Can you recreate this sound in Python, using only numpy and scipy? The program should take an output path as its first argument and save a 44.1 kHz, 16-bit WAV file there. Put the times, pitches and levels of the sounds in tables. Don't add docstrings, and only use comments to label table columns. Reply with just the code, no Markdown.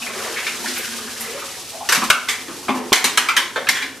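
import sys
import numpy as np
from scipy import signal
from scipy.fft import rfft, irfft, next_fast_len
from scipy.io import wavfile
from scipy.ndimage import uniform_filter1d

SR = 44100
rng = np.random.default_rng(int(sys.argv[2]) if len(sys.argv) > 2 else 0)


def to_wav(s):
    ch = np.atleast_2d(s).T
    pcm = np.round(np.clip(ch, -1, 1) * 32767)
    wavfile.write(sys.argv[1], SR, pcm.astype(np.int16))


N = 176400

# time in seconds, then patter, bubbles and gurgle in dB.
POUR_LEVELS = [(0, -35.5, -40.5, -47), (.28, -29, -36.5, -49), (.5, -34, -42, -46),
               (.62, -35, -41.5, -36.5), (.87, -35, -48, -42), (.98, -39, -43.5, -41.5),
               (1.35, -33.5, -42, -52.5), (1.68, -42.5, -49, -63)]
BUBBLING_FADE_S, FADE_DB_PER_S = 3.36, 19
# time in seconds, level in dB.
FOAM_LEVELS = [(0, -32), (.72, -30), (1.2, -33), (2.4, -37), (4, -42.5)]
# frequency in Hz, level in dB.
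FIZZ_TONE = [(300, -31), (1000, -19), (2500, -0.5), (5500, 1.5), (11000, -4.5), (14000, -11.5)]
# frequency in Hz, level in dB.
RUMBLE_TONE = [(20, -25), (80, 0), (350, -5), (3000, -27)]
# start in seconds, level in dB, pitch in Hz.
GLUG_EVENTS = [(0.019, -29, 2600), (.065, -29, 2170), (0.151, -32, 430), (.265, -35, 457),
               (.359, -25.5, 2090), (1.275, -31.5, 440), (1.335, -31.5, 528), (1.733, -32.5, 667),
               (1.803, -29.5, 824)]
# start in seconds, level in dB, pitch in Hz, fade time in seconds.
SPLASH_EVENTS = [(.372, -24, 2070, 0.01), (0.465, -21, 2220, 0.022), (0.659, -26, 1490, 0.012),
                 (0.677, -27.5, 4260, 0.019), (0.758, -25.5, 2070, 0.089), (0.777, -28.5, 11600, 0.0089),
                 (1.205, -28.5, 10800, 0.0058)]
# start in seconds, ring level in dB, panel pitch in Hz,
# crack level in dB, fade time in seconds.
SNAP_EVENTS = [(1.889, -27.5, 1550, -15, 0.0064), (1.922, -19, 1660, -12.5, 0.0071),
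               (1.948, -24, 1300, -17.5, 0.0098), (2.039, -40, 2080, -25, 0.0078),
               (2.101, -6, 1500, -11.5, 0.0038), (2.285, -17, 2060, -18.5, 0.015),
               (2.928, -11, 2080, -9.5, 0.006), (2.957, -17, 2080, -18.5, 0.0056),
               (3.042, -17, 2170, -12, 0.0048), (3.174, -12, 1690, -14, 0.005),
               (3.286, -14, 1370, -25, 0.0094), (3.366, -12, 1940, -17.5, 0.013),
               (3.669, -23, 1620, -48, 0.006), (3.688, -13, 2040, -15.5, 0.0044),
               (3.744, -20.5, 1730, -28, 0.059), (3.82, -23, 2060, -34, 0.015)]
# multiple of its pitch, width as a share of that, level in dB.
PANEL_RINGS = [(1, 0.2, 1.5), (1.5, 0.26, -5)]
# pitch in Hz, width as a share of the pitch, level in dB.
SHELL_RINGS = [(1046, 0.098, -10), (1260, 0.17, -8.5), (2180, 0.12, -10), (3000, 0.039, -11)]
SHELL_SHIFT, SHELL_LOWEST_HZ = 0.042, 846
# frequency in Hz, level in dB.
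CRACK_TONE = [(300, -25), (1200, 1), (3500, -1.5), (6200, -1), (9000, -5.5), (14000, -12.5)]
BRIGHT_PANEL_HZ, DULLING = 1820, 0.58
CRINKLE_DB, CRINKLE_S = -8, 0.024
# start in seconds, air pitch in Hz, air level in dB, wall pitch in Hz,
# wall level in dB, fade time in seconds.
DENT_EVENTS = [(1.973, 245, -28.5, 1100, -34, 0.087), (2.017, 237, -27.5, 1130, -19.5, 0.0063),
               (2.48, 275, -32.5, 1190, -34.5, 0.02), (2.683, 262, -20.5, 1062, -16.5, 0.011),
               (2.752, 376, -28, 885, -26.5, 0.076), (2.921, 593, -21, 1100, -16.5, 0.0024),
               (3.04, 290, -28.5, 1120, -25, 0.0088), (3.559, 560, -23.5, 1530, -19.5, 0.017)]
# frequency in Hz, seconds it takes to fade by 60 dB.
ECHO_TIMES = [(100, 0.06), (250, 0.606), (12000, 0.3141)]
DIRECT_DB, EARLY_DB, EARLY_S = -7, 3, 0.012
# frequency in Hz, level of the added ring in dB.
WALL_WAVES = [(253, 4), (346, -1.5), (425, -1.5), (549, -6), (744, 0.5)]
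# frequency in Hz, gain in dB of the difference between left and right.
STEREO_WIDTH = [(60, 3), (130, -10), (1200, -15), (4000, -9), (13000, -1)]
LIMIT_DB, LIMIT_ATTACK_S, RECOVER_DB_PER_S = -10.5, 0.0053, 22
CLIP_LEVEL, LOPSIDED, TOP_HZ = 1.02, 0.12, 14100


def amp(db):
    return 10 ** (np.asarray(db) / 20)


def unit(x):
    return x / np.sqrt(np.mean(x ** 2) + 1e-20)


def along(points, hz):
    freqs, values = np.transpose(points)
    return np.interp(np.log(hz + 1), np.log(freqs + 1), values)


def curves(rows):
    times, *columns = np.transpose(rows)
    return [np.interp(np.arange(N) / SR, times, column) for column in columns]


def filtered(x, response):
    n = x.shape[-1]
    padded = next_fast_len(n + SR // 8)
    return irfft(rfft(x, padded) * response(np.fft.rfftfreq(padded, 1 / SR)), padded)[..., :n]


def coloured(x, tone):
    return filtered(x, lambda f: amp(along(tone, f)))


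def resonate(x, rings):
    def band(f, hz, width):
        damping = 2j * f * hz * width
        return (damping / (hz * hz - f * f + damping)) ** 2
    return filtered(x, lambda f: sum(amp(db) * band(f, hz, width) for hz, width, db in rings))


def add(out, start, x):
    i = max(round(start * SR), 0)
    out[:, i:i + x.shape[1]] += x[:, :max(N - i, 0)]


def crackle(fade_s, spiky):
    t = np.arange(SR // 4) / SR
    return rng.standard_normal(len(t)) * np.exp(spiky * rng.standard_normal(len(t)) - t / fade_s)


def all_around(pair, tone):
    mid, side = unit(coloured(pair, tone))
    return np.array([mid + side, mid - side])


def bathroom(x):
    hz, t, noise = signal.stft(rng.standard_normal((2, SR // 2)), SR, nperseg=256)
    tail = noise * amp(-60 * t / along(ECHO_TIMES, hz)[:, None])
    early_boost = 1 + amp(EARLY_DB) * np.exp(-t / EARLY_S)
    mid, side = signal.istft(tail * early_boost, SR, nperseg=256)[1]
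    mid[0] += amp(DIRECT_DB) * np.linalg.norm(mid)
    return signal.fftconvolve(x[None], np.array([mid + side, mid - side]), axes=1)


def burst(x, db):
    echoing = bathroom(x)
    return amp(db) * echoing / np.sqrt(np.sum(echoing.mean(0) ** 2) / (.03 * SR))


def flowing(x, level_db):
    out, hop = np.zeros((2, N)), SR // 12
    for i in range(0, N, hop):
        add(out, i / SR, bathroom(x[i:i + hop]))
    return out / out.mean(0).std() * amp(level_db)


def bubbles(per_s, hz, spread, cycles, size_db, rise):
    when, radius, angle, rank = rng.random((int(per_s * N / SR), 4)).T[:, :, None]
    bell_curve = np.sqrt(-2 * np.log(1 - radius)) * np.cos(2 * np.pi * angle)
    pitch = np.clip(hz * np.exp(spread * bell_curve), 100, TOP_HZ)
    samples = np.arange(min(int(2 * cycles / hz * SR), SR // 10))
    age = pitch * samples / SR / cycles
    size = amp(-size_db * np.log(1 - .98 * rank))
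    fade = np.exp(-np.pi * age) - np.exp(-2 * cycles * age)
    tone = np.sin(2 * np.pi * cycles * age * (1 + rise * np.minimum(age, 1) / 2))
    positions = (when * N).astype(int) + samples
    return np.bincount(positions.ravel(), (size * fade * tone).ravel(), N)[:N]


def stream():
    fade_db = FADE_DB_PER_S * np.maximum(np.arange(N) / SR - BUBBLING_FADE_S, 0)
    patter_db, bubble_db, gurgle_db = curves(POUR_LEVELS)
    small = bubbles(per_s=900, hz=1900, spread=0.44, cycles=6.4, size_db=5.5, rise=0.26)
    patter = flowing(small, patter_db - fade_db)
    large = bubbles(per_s=600, hz=645, spread=0.418, cycles=9.3, size_db=2.5, rise=0.13)
    trapped = flowing(large, bubble_db - fade_db)
    gurgle = resonate(rng.standard_normal(N), [(231.8, 0.056, 3), (363, 0.18, -11.5)])
    return patter + trapped + flowing(gurgle, gurgle_db)


def foam():
    fizz_db, = curves(FOAM_LEVELS)
    pops = rng.standard_normal((2, N)) * np.exp(0.4 * rng.standard_normal(N))
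    flurry_db = 1.4 * unit(uniform_filter1d(rng.standard_normal(N), size=1500))
    return all_around(pops, FIZZ_TONE) * amp(fizz_db + flurry_db)


def rumble(db=-50):
    return amp(db) * all_around(rng.standard_normal((2, N)), RUMBLE_TONE)


def splashes(slap_width=0.49, glug_width=0.11, glug_cycles=23):
    out = np.zeros((2, N))
    for start, db, hz, fade_s in SPLASH_EVENTS:
        slap = resonate(crackle(fade_s, spiky=1.05), [(hz, slap_width, 0)])
        add(out, start, burst(slap, db))
    for start, db, hz in GLUG_EVENTS:
        glug = resonate(crackle(glug_cycles / hz, spiky=0.56), [(hz, glug_width, 0)])
        add(out, start, burst(glug, db))
    return out


def snaps(hollow_hz=377, hollow_width=0.56, hollow_db=-20.5):
    out = np.zeros((2, N))
    cut_lows = signal.butter(6, SHELL_LOWEST_HZ, 'high', fs=SR, output='sos')
    for start, ring_db, hz, crack_db, fade_s in SNAP_EVENTS:
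        flip = crackle(fade_s, spiky=0.62)
        panel = [(hz * multiple, width, db) for multiple, width, db in PANEL_RINGS]
        shell = [(pitch * np.exp(SHELL_SHIFT * rng.standard_normal()), width, db)
                 for pitch, width, db in SHELL_RINGS]
        ring = signal.sosfilt(cut_lows, resonate(flip, panel + shell))
        add(out, start, burst(ring, ring_db))
        clicks = unit(crackle(fade_s, spiky=0.5))
        crinkle = amp(CRINKLE_DB) * unit(crackle(CRINKLE_S, spiky=1.5))
        tilt = DULLING * np.log2(hz / BRIGHT_PANEL_HZ)
        crack = filtered(coloured(clicks + crinkle, CRACK_TONE), lambda f: (1 + f / hz) ** tilt)
        add(out, start, burst(crack, crack_db))
        hollow = resonate(flip, [(hollow_hz, hollow_width, 0)])
        add(out, start, burst(hollow, crack_db + hollow_db))
    return out


def dents(width=0.29):
    out = np.zeros((2, N))
    for start, air_hz, air_db, wall_hz, wall_db, fade_s in DENT_EVENTS:
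        push = crackle(fade_s, spiky=0.87)
        pop = resonate(push, [(air_hz, width, 0)])
        ring = resonate(push, [(wall_hz, width, 0), (wall_hz * 2.01, .2, -9)])
        add(out, start, burst(pop, air_db) + burst(ring, wall_db))
    return out


def slosh(start_s=2.38, hz=282, db=-44):
    stirring = resonate(rng.standard_normal(N), [(hz, 0.39, 0)])
    return (np.arange(N) / SR > start_s) * flowing(stirring, db)


def collapse(start_s=2.92, hz=345, db=-9.5, rise_s=0.0011):
    out, t = np.zeros((2, N)), np.arange(SR // 8) / SR
    push = t / rise_s * np.exp(1 - t / rise_s) * np.sin(2 * np.pi * hz * t)
    add(out, start_s, amp(db) * push[None])
    return out


def standing_waves(f):
    def peak(hz, width_hz):
        return 1j * f * width_hz / (hz * hz - f * f + 1j * f * width_hz)
    boost = 1 + sum(amp(db) * peak(hz, width_hz=13.9) for hz, db in WALL_WAVES)
    return boost * (1 - peak(hz=307.6, width_hz=24))


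def scene():
    mix = rumble() + stream() + splashes() + foam() + slosh() + snaps() + dents() + collapse()
    left, right = filtered(mix, standing_waves)
    mid = (left + right) / 2
    side = coloured((left - right) / 2, STEREO_WIDTH)
    return np.array([mid + side, mid - side])


def record(dry):
    def lag(x):
        step = 1 / (LIMIT_ATTACK_S * SR)
        return signal.lfilter([step], [1, step - 1], x)
    level_db = 10 * np.log10(lag(dry.mean(0) ** 2) + 1e-12)
    over_db = np.maximum(level_db - LIMIT_DB, 0)
    recovery_db = RECOVER_DB_PER_S * np.arange(N) / SR
    cut_db = lag(np.maximum.accumulate(over_db + recovery_db) - recovery_db)
    held = dry * amp(-cut_db)
    clipped = held / (1 + np.abs(held / CLIP_LEVEL) ** 8) ** (1 / 8)
    uneven = clipped + LOPSIDED * clipped ** 8
    return filtered(uneven, lambda hz: (hz < TOP_HZ) * hz / np.hypot(hz, 30))


dry = scene()
out = record(dry)
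to_wav(out)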